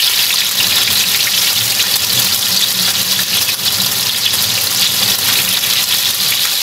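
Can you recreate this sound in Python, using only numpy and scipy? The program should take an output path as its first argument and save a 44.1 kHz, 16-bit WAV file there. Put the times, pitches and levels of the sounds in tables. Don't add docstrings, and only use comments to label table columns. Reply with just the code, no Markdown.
import sys
import numpy as np
from scipy import signal
from scipy.io import wavfile
from scipy.ndimage import uniform_filter1d, minimum_filter1d

SR = 44100
rng = np.random.default_rng(int(sys.argv[2]) if len(sys.argv) > 2 else 0)


def digitize_waveform(pressure):
    field = np.atleast_2d(pressure).T
    bounded = np.clip(field, -1, 1)
    quanta = np.round(bounded * 32767).astype(np.int16)
    wavfile.write(sys.argv[1], SR, quanta)


N = 291942

# t/s, level/dB, typical f/Hz
FRYING = [(0, -9, 3820), (.3, -14, 4100), (.52, -12.5, 4080), (.9, -11, 3870), (1.55, -13, 4100),
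          (2.2, -12, 4100), (2.5, -12.5, 4350), (3.2, -11, 4100), (3.9, -15, 4160), (4.25, -13, 3900),
          (4.45, -12, 4300), (4.65, -15, 4250), (4.95, -12, 4080), (5.7, -13, 3700), (6.4, -13, 4100),
          (6.62, -13, 3980)]
# t/s, length/s, level/dB
FLURRIES = [(0.052, 0.034, -15.5), (0.17, 0.057, -14), (0.356, 0.058, -10), (0.624, 0.082, -16),
            (0.737, 0.045, -16), (0.807, 0.084, -11.5), (0.938, 0.08, -15), (1.12, 0.041, -12.5),
            (1.307, 0.03, -9), (1.411, 0.085, -12), (1.802, 0.051, -13), (1.936, 0.11, -14.5),
            (2.16, 0.076, -16), (2.29, 0.057, -13.5), (2.602, 0.044, -8), (2.775, 0.068, -17.5),
            (2.926, 0.051, -16), (3.12, 0.088, -16), (3.367, 0.021, -19), (3.656, 0.047, -15),
            (4.067, 0.062, -16.5), (4.5, 0.047, -15), (4.767, 0.028, -14), (4.813, 0.057, -7.5),
            (5.267, 0.037, -8), (5.337, 0.035, -14), (5.493, 0.087, -10), (5.704, 0.1, -12),
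            (5.904, 0.047, -10), (6.051, 0.031, -15), (6.28, 0.057, -17)]
# t/s, level/dB
FIZZ = [(0, -14), (.45, -19), (1.1, -16), (3.95, -18.5), (4.22, -20.5), (4.45, -20), (5.4, -14.5),
        (6.62, -19.5)]
# t/s, level/dB
SPURTS = [(.082, -27), (.801, -20), (.967, -20), (1.078, -16), (1.62, -26), (1.956, -7), (2.001, -18),
          (2.189, -12), (2.246, -16), (2.345, -6), (3.12, -12), (3.411, -12), (3.915, -15), (4.331, -12),
          (4.422, -13), (4.613, -18), (5.431, -14), (5.718, -22), (6.145, -10), (6.279, -16)]
# f/Hz, level/dB
SNAP_SPECTRUM = [(60, -59), (200, -21), (350, -17), (550, -7.5), (700, -8.5), (1100, -1), (2200, -3.1),
                 (3800, 3.5), (6500, 3.2), (9200, -0.3), (10800, 4.5), (12400, 6), (14000, 0.3),
                 (16500, 0.5)]
# t/s, level/dB, f/Hz
POPS = [(.002, -5.5, 3070), (.076, -2, 3330), (0.191, -11, 3620), (0.234, -16, 2420), (.306, -10, 2530),
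        (.37, -15, 3370), (0.382, -13, 4400), (0.406, -5, 3550), (.419, -13, 2280), (0.602, -11.5, 2830),
        (.642, -16, 2870), (0.72, -13.5, 2490), (.812, -16, 3540), (.851, -13, 3700), (0.877, -11.5, 2400),
        (.956, -7, 3970), (1.038, -9, 2760), (1.148, -10.5, 2270), (1.271, -10.5, 2140), (1.335, -12, 2940),
        (1.383, -13, 5130), (1.42, -19, 3770), (1.61, -9, 3380), (1.724, -13.5, 2700), (1.795, -12.5, 2680),
        (1.942, -11, 4080), (2.102, -8, 4360), (2.175, -14, 3470), (2.287, -12, 2850), (2.323, -14, 4540),
        (2.427, -12, 3500), (2.573, -4, 4460), (2.623, -5, 3520), (2.79, -7.5, 3900), (2.953, -21, 3180),
        (3.162, -12, 3600), (3.191, -17.5, 1770), (3.33, -15, 2760), (3.377, -12, 3240),
        (3.49, -10.5, 2490), (3.681, -8.5, 3440), (3.803, -12.5, 4000), (3.846, -14, 3550),
        (4.03, -15, 5000), (4.096, -7, 3570), (4.262, -3, 3370), (4.444, -11, 3740), (4.671, -10, 4230),
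        (4.827, -18, 3910), (4.843, -9, 4800), (4.866, -5.5, 3660), (5.031, -12, 3420), (5.119, -13, 3480),
        (5.29, -23, 1500), (5.337, -17, 3700), (5.388, -12, 2450), (5.478, -13, 2760), (5.516, -10, 3350),
        (5.727, -16, 3200), (5.781, -13, 3440), (5.924, -8, 3420), (5.959, -24, 4920), (6.056, -10, 3440),
        (6.109, -18, 3660), (6.322, -15, 2300), (6.343, -21, 3660), (6.395, -11, 3600), (6.451, -18, 2230)]
# t/s, level/dB
SPITS = [(.495, 6), (.672, 5.5), (.783, 1), (.93, 5.5), (1.175, 5), (1.289, 7.5), (1.532, 7.5), (1.828, 8),
         (2.049, 5), (2.393, 6), (2.643, 4.5), (2.726, 8.5), (3.031, 8.5), (3.235, 14.5), (3.431, 5),
         (3.544, 20), (4.096, -3), (4.186, 5), (4.673, 4), (4.845, 6), (5.155, 11), (5.575, 9), (5.843, 10),
         (6.455, 5.5)]
# t/s, level/dB
SPLATS = [(.78, -16.5), (1.838, -15), (2.878, -18), (5.287, -19), (6.451, -16)]
# f/Hz, level/dB
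SPLAT_SPECTRUM = [(100, -21), (300, -15), (700, -6.5), (1700, 6.5), (3000, -3), (6000, -5), (16000, -25)]
# t/s, level/dB
BOILING = [(0, -40.5), (.38, -39.5), (.72, -28.5), (1.35, -34), (1.65, -33), (2.2, -28.5), (2.4, -30.5),
           (3.75, -31.5), (4.25, -33.5), (4.45, -30.5), (4.7, -32.5), (5.45, -28), (6.0, -35), (6.3, -34.5),
           (6.62, -42.5)]
# f/Hz, nominal width/Hz, level/dB
HOB_MODES = [(91, 6.8, 0), (103, 6.4, 1.5), (119.5, 13.6, 2), (146, 15, -7.5), (184.7, 3.4, 5.5),
             (194.5, 14.6, -1), (219.7, 15, -4.5), (266.4, 17, -6.5)]
# t/s, length/s, level/dB, f/Hz
GULPS = [(0.893, 0.042, -30, 95.0), (1.061, 0.035, -27.5, 190), (1.595, 0.063, -25, 112),
         (1.68, 0.034, -31, 109), (2.158, 0.048, -26, 123), (2.51, 0.046, -28, 182),
         (2.793, 0.043, -26, 182), (2.986, 0.026, -30, 182), (3.347, 0.057, -34, 190),
         (3.778, 0.047, -27, 187), (4.802, 0.06, -32.5, 190), (5.094, 0.031, -30, 190),
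         (5.251, 0.054, -31, 123), (5.453, 0.09, -26.5, 184), (6.25, 0.03, -31, 125)]
# f/Hz, level/dB
WASH_SPECTRUM = [(20, -35), (38, -20), (52, -3.5), (75, -29), (110, -6), (250, -3.5), (320, -5), (520, -2),
                 (650, -5.5), (1000, -5), (2000, -8), (6000, -55)]
# f/Hz, width/Hz, level/dB
PAN_MODES = [(349, 5.3, 3), (398, 11, 3), (530, 19, 1), (593, 19, -4), (780, 68, 0), (992, 50, -1),
             (1380, 45, -2), (1800, 100, 0), (2580, 35, -9), (3010, 40, -3), (3425, 69, -1), (3880, 59, -6),
             (4460, 30, -8), (4870, 40, -5)]
# f/Hz, width/Hz, share added left and subtracted right
PORT_MODES = [(1900, 190, 0.31), (3150, 570, 0.02), (9980, 300, -0.48)]


def crackle(effort_db, per_s, spread_db, below_oct, above_oct, cycles, clump_db, sputter_db, level_db):
    typical_hz = follow(FRYING, column=2)
    pitches_hz = np.geomspace(1500, 7800, 26)
    out = np.zeros(N)
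    for pair in pitches_hz.reshape(-1, 2):
        clump = gain_of(clump_db * surges(per_s=44, decay_s=0.04))
        for hz in pair:
            offset = np.log2(hz / typical_hz) / np.where(hz < typical_hz, below_oct, above_oct)
            bursts = clicks(per_s / len(pitches_hz), spread_db, cap=3.56)
            bursts *= clump / (1 + offset ** 2) ** 0.86
            ring = bubble(hz, cycles * rng.uniform(0.53, 2.12), glide=0.039)
            out += signal.oaconvolve(bursts, unit_rms(ring))[:N]
    return unit_rms(out) * gain_of(effort_db + level_db + sputter_db * surges(per_s=66, decay_s=0.019))


def frying_effort_db(edge_s, flurry_db):
    t = np.arange(N) / SR
    power = gain_of(follow(FRYING, column=1)) ** 2
    for start_s, length_s, db in FLURRIES:
        inside_s = length_s / 2 - abs(t - start_s - length_s / 2)
        power += gain_of(db + flurry_db) ** 2 * (1 + np.tanh(inside_s / edge_s)) / 2
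    return 10 * np.log10(power)


def bubble(hz, cycles, glide, size=700):
    turns = hz * np.arange(size) / SR
    envelope = (1 - np.exp(-2 * turns)) * np.exp(-turns / cycles)
    stretch = 1 + glide * (1 - np.exp(-turns / cycles / 2))
    return envelope * np.sin(2 * np.pi * turns * stretch)


def fizz(per_s, spread_db, snap_s, haze, flutter_db, sputter_db, spurt_s, spurt_db, level_db, count=24):
    t = np.arange(4000) / SR
    tears = rng.standard_normal((count, 100)) * np.exp(-t[:100] / snap_s)
    snaps = sum(np.convolve(clicks(per_s / count, spread_db, cap=4), unit_rms(tear))[:N]
                for tear in tears)
    snaps = unit_rms(snaps) + haze * rng.standard_normal(N)
    snaps *= gain_of(flutter_db * surges(per_s=90, decay_s=0.0029))
    snaps *= gain_of(sputter_db * surges(per_s=23, decay_s=0.013))
    power = gain_of(follow(FIZZ, column=1) + level_db) ** 2
    for start_s, db in SPURTS:
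        add(power, start_s, gain_of(db + spurt_db) ** 2 * np.exp(-t / spurt_s))
    return unit_rms(colour(snaps, SNAP_SPECTRUM)) * np.sqrt(power)


def pops(crack_cycles, ring_cycles, ring_db, shed_s, shed_db, level_db, shed_count=5):
    out = np.zeros(N)
    for start_s, db, hz in POPS + lesser_pops(typical_hz=4100, spread_oct=0.63, typical_db=-13.5):
        cycles = ring_cycles * np.sqrt(hz / 3600)
        burst = bubble(hz, crack_cycles, glide=0) + gain_of(ring_db) * bubble(hz, cycles, glide=0)
        add(out, start_s, gain_of(db + level_db) * burst)
        for lag, detune in rng.random((shed_count, 2)):
            shed = bubble(hz * (0.88 + 0.24 * detune), cycles, glide=0.03)
            shed *= gain_of(db + level_db + shed_db - 8.5 * lag)
            add(out, start_s + 0.0028 + lag * shed_s, shed)
    return out


def lesser_pops(typical_hz, spread_oct, typical_db, count=50):
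    when, pitch, strength = rng.random((count, 3)).T
    hz = typical_hz * 2 ** (spread_oct * (2 * pitch - 1))
    return list(zip(when * N / SR, typical_db + 4 * (strength - 0.5), hz))


def spits(crack_s, jet_s, jet_db, size=1500):
    out, t = np.zeros(N), np.arange(size) / SR
    for at_s, db in SPITS:
        grit, steam = rng.standard_normal((2, size))
        crack = colour(grit * np.exp(-t / crack_s), SNAP_SPECTRUM)
        jet = colour(steam * np.exp(-t[::-1] / jet_s), SNAP_SPECTRUM)
        add(out, at_s, gain_of(db) * crack / abs(crack).max())
        add(out, at_s - size / SR, gain_of(jet_db) * jet)
    return out


def splats(per_s, decay_s):
    envelope = sum(gain_of(db) * hump(at_s, 1 / SR, decay_s) for at_s, db in SPLATS)
    patter = colour(clicks(per_s, spread_db=4.0, cap=1.2), SPLAT_SPECTRUM)
    return unit_rms(patter) * envelope


def rumble(boil_db, level_db):
    body = sum(gain_of(db) * resonate_twice(clicks(per_s=900, spread_db=-1.0, cap=5.9), hz, 2 * width_hz)
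               for hz, width_hz, db in HOB_MODES)
    return unit_rms(body) * gain_of(boil_db + level_db)


def gulps(rise_share, fall_share, level_db):
    out, t = np.zeros(N), np.arange(N) / SR
    for start_s, length_s, db, hz in GULPS:
        envelope = hump(start_s + length_s / 2, rise_share * length_s, fall_share * length_s)
        out += gain_of(db + level_db) * envelope * np.sin(2 * np.pi * (hz * t + rng.random()))
    return out


def wash(boil_db, tracking, level_db):
    noise = unit_rms(colour(rng.standard_normal(N), WASH_SPECTRUM))
    return noise * gain_of(level_db + tracking * (boil_db - boil_db.mean()))


def pan_ring(x, level_db):
    return gain_of(level_db) * sum(gain_of(db) * resonate(x, hz, width) for hz, width, db in PAN_MODES)


def surroundings(x, lid_db, lid_t60_s, room_db, room_t60_s, spots=24):
    spot = np.repeat(rng.integers(0, spots, N // 256 + 1), 256)[:N]
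    lid = sum(echoes(x * uniform_filter1d(1.0 * (spot == k), size=64), lid_t60_s, size=2400)
              for k in range(spots))
    return x + gain_of(lid_db) * lid + gain_of(room_db) * echoes(x, room_t60_s, size=13000)


def echoes(x, t60_s, size):
    t = np.arange(size) / SR
    tail = rng.standard_normal(size) * (t > 0.0015) * gain_of(-60 * t / t60_s)
    return signal.oaconvolve(x, tail / np.linalg.norm(tail))[:N]


def microphone_ports(x):
    side = sum(share * resonate_twice(x, hz, width_hz) for hz, width_hz, share in PORT_MODES)
    return np.array([x + side, x - side])


def limiter(x, ceiling_db, release_s):
    over_db = np.maximum(20 * np.log10(abs(x).max(0) + 1e-9) - ceiling_db, 1e-6)
    fade = np.arange(N) / SR / release_s
    held_db = np.exp(np.maximum.accumulate(np.log(over_db) + fade) - fade)
    return x * gain_of(uniform_filter1d(minimum_filter1d(-held_db, size=61), size=61))


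def clicks(per_s, spread_db, cap):
    amplitude = gain_of(spread_db * np.minimum(rng.exponential(1, N), cap))
    return amplitude * rng.choice([-1, 1], N) * (rng.random(N) < per_s / SR)


def surges(per_s, decay_s):
    jumps = rng.uniform(0.44, 1, N) * (rng.random(N) < per_s / SR)
    level = signal.lfilter([1], [1, -np.exp(-1 / (decay_s * SR))], jumps)
    return unit_rms(level - uniform_filter1d(level, size=4000))


def hump(peak_s, rise_s, fall_s):
    late_s = np.arange(N) / SR - peak_s
    return np.exp(-np.minimum(np.maximum(-late_s / rise_s, late_s / fall_s), 20))


def colour(x, spectrum, size=4096):
    hz, db = np.transpose(spectrum)
    bin_hz = abs(np.fft.fftfreq(size, 1 / SR))
    log_gain = np.log(gain_of(np.interp(np.log(bin_hz + 1), np.log(hz), db)))
    taps = np.fft.ifft(np.exp(np.conj(signal.hilbert(log_gain)))).real
    return signal.oaconvolve(x, taps[:size // 2])[:len(x)]


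def resonate(x, hz, width_hz):
    return signal.lfilter(*signal.iirpeak(hz, hz / width_hz, SR), x)


def resonate_twice(x, hz, width_hz):
    return resonate(resonate(x, hz, width_hz), hz, width_hz)


def follow(rows, column):
    columns = np.transpose(rows)
    return np.interp(np.arange(N) / SR, columns[0], columns[column])


def add(mix, start_s, sound):
    part = mix[max(round(start_s * SR), 0):][:len(sound)]
    part += sound[:len(part)]


def gain_of(db):
    return 10 ** (np.asarray(db) / 20)


def unit_rms(x):
    return x / np.sqrt(np.mean(x ** 2) + 1e-20)


def scene():
    effort_db = frying_effort_db(edge_s=0.0085, flurry_db=1.0)
    boil_db = follow(BOILING, column=1)
    oil = crackle(effort_db, per_s=2600, spread_db=3.0, below_oct=0.39, above_oct=0.46, cycles=2.15,
                  clump_db=1.1, sputter_db=0.98, level_db=-6.0)
    oil += fizz(per_s=1100, spread_db=4.5, snap_s=0.0004, haze=0.84, flutter_db=2.12, sputter_db=0.37,
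                spurt_s=0.0076, spurt_db=3.5, level_db=-0.62)
    oil += pops(crack_cycles=1.37, ring_cycles=5.0, ring_db=-2.0,
                shed_s=0.008, shed_db=-10, level_db=9.5)
    oil += splats(per_s=3000, decay_s=0.017)
    oil += spits(crack_s=0.00052, jet_s=0.014, jet_db=-21.0)
    pan = surroundings(oil, lid_db=-2.5, lid_t60_s=0.043, room_db=-10.5, room_t60_s=0.32)
    pan += wash(boil_db, tracking=0.81, level_db=-33)
    pan += pan_ring(pan, level_db=-5.0)
    pan += rumble(boil_db, level_db=-1.0)
    pan += gulps(rise_share=0.48, fall_share=0.61, level_db=4)
    return microphone_ports(pan)


def record(dry, highpass_hz=42, lowpass_hz=15690):
    limited = limiter(dry, ceiling_db=0.39, release_s=0.038)
    thinned = signal.sosfilt(signal.butter(2, highpass_hz, "high", fs=SR, output="sos"), limited)
    lowpass = signal.firwin(2047, lowpass_hz, window=("kaiser", 9), fs=SR)
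    return signal.oaconvolve(thinned, lowpass[None], "same")


dry = scene()
out = record(dry)
digitize_waveform(out)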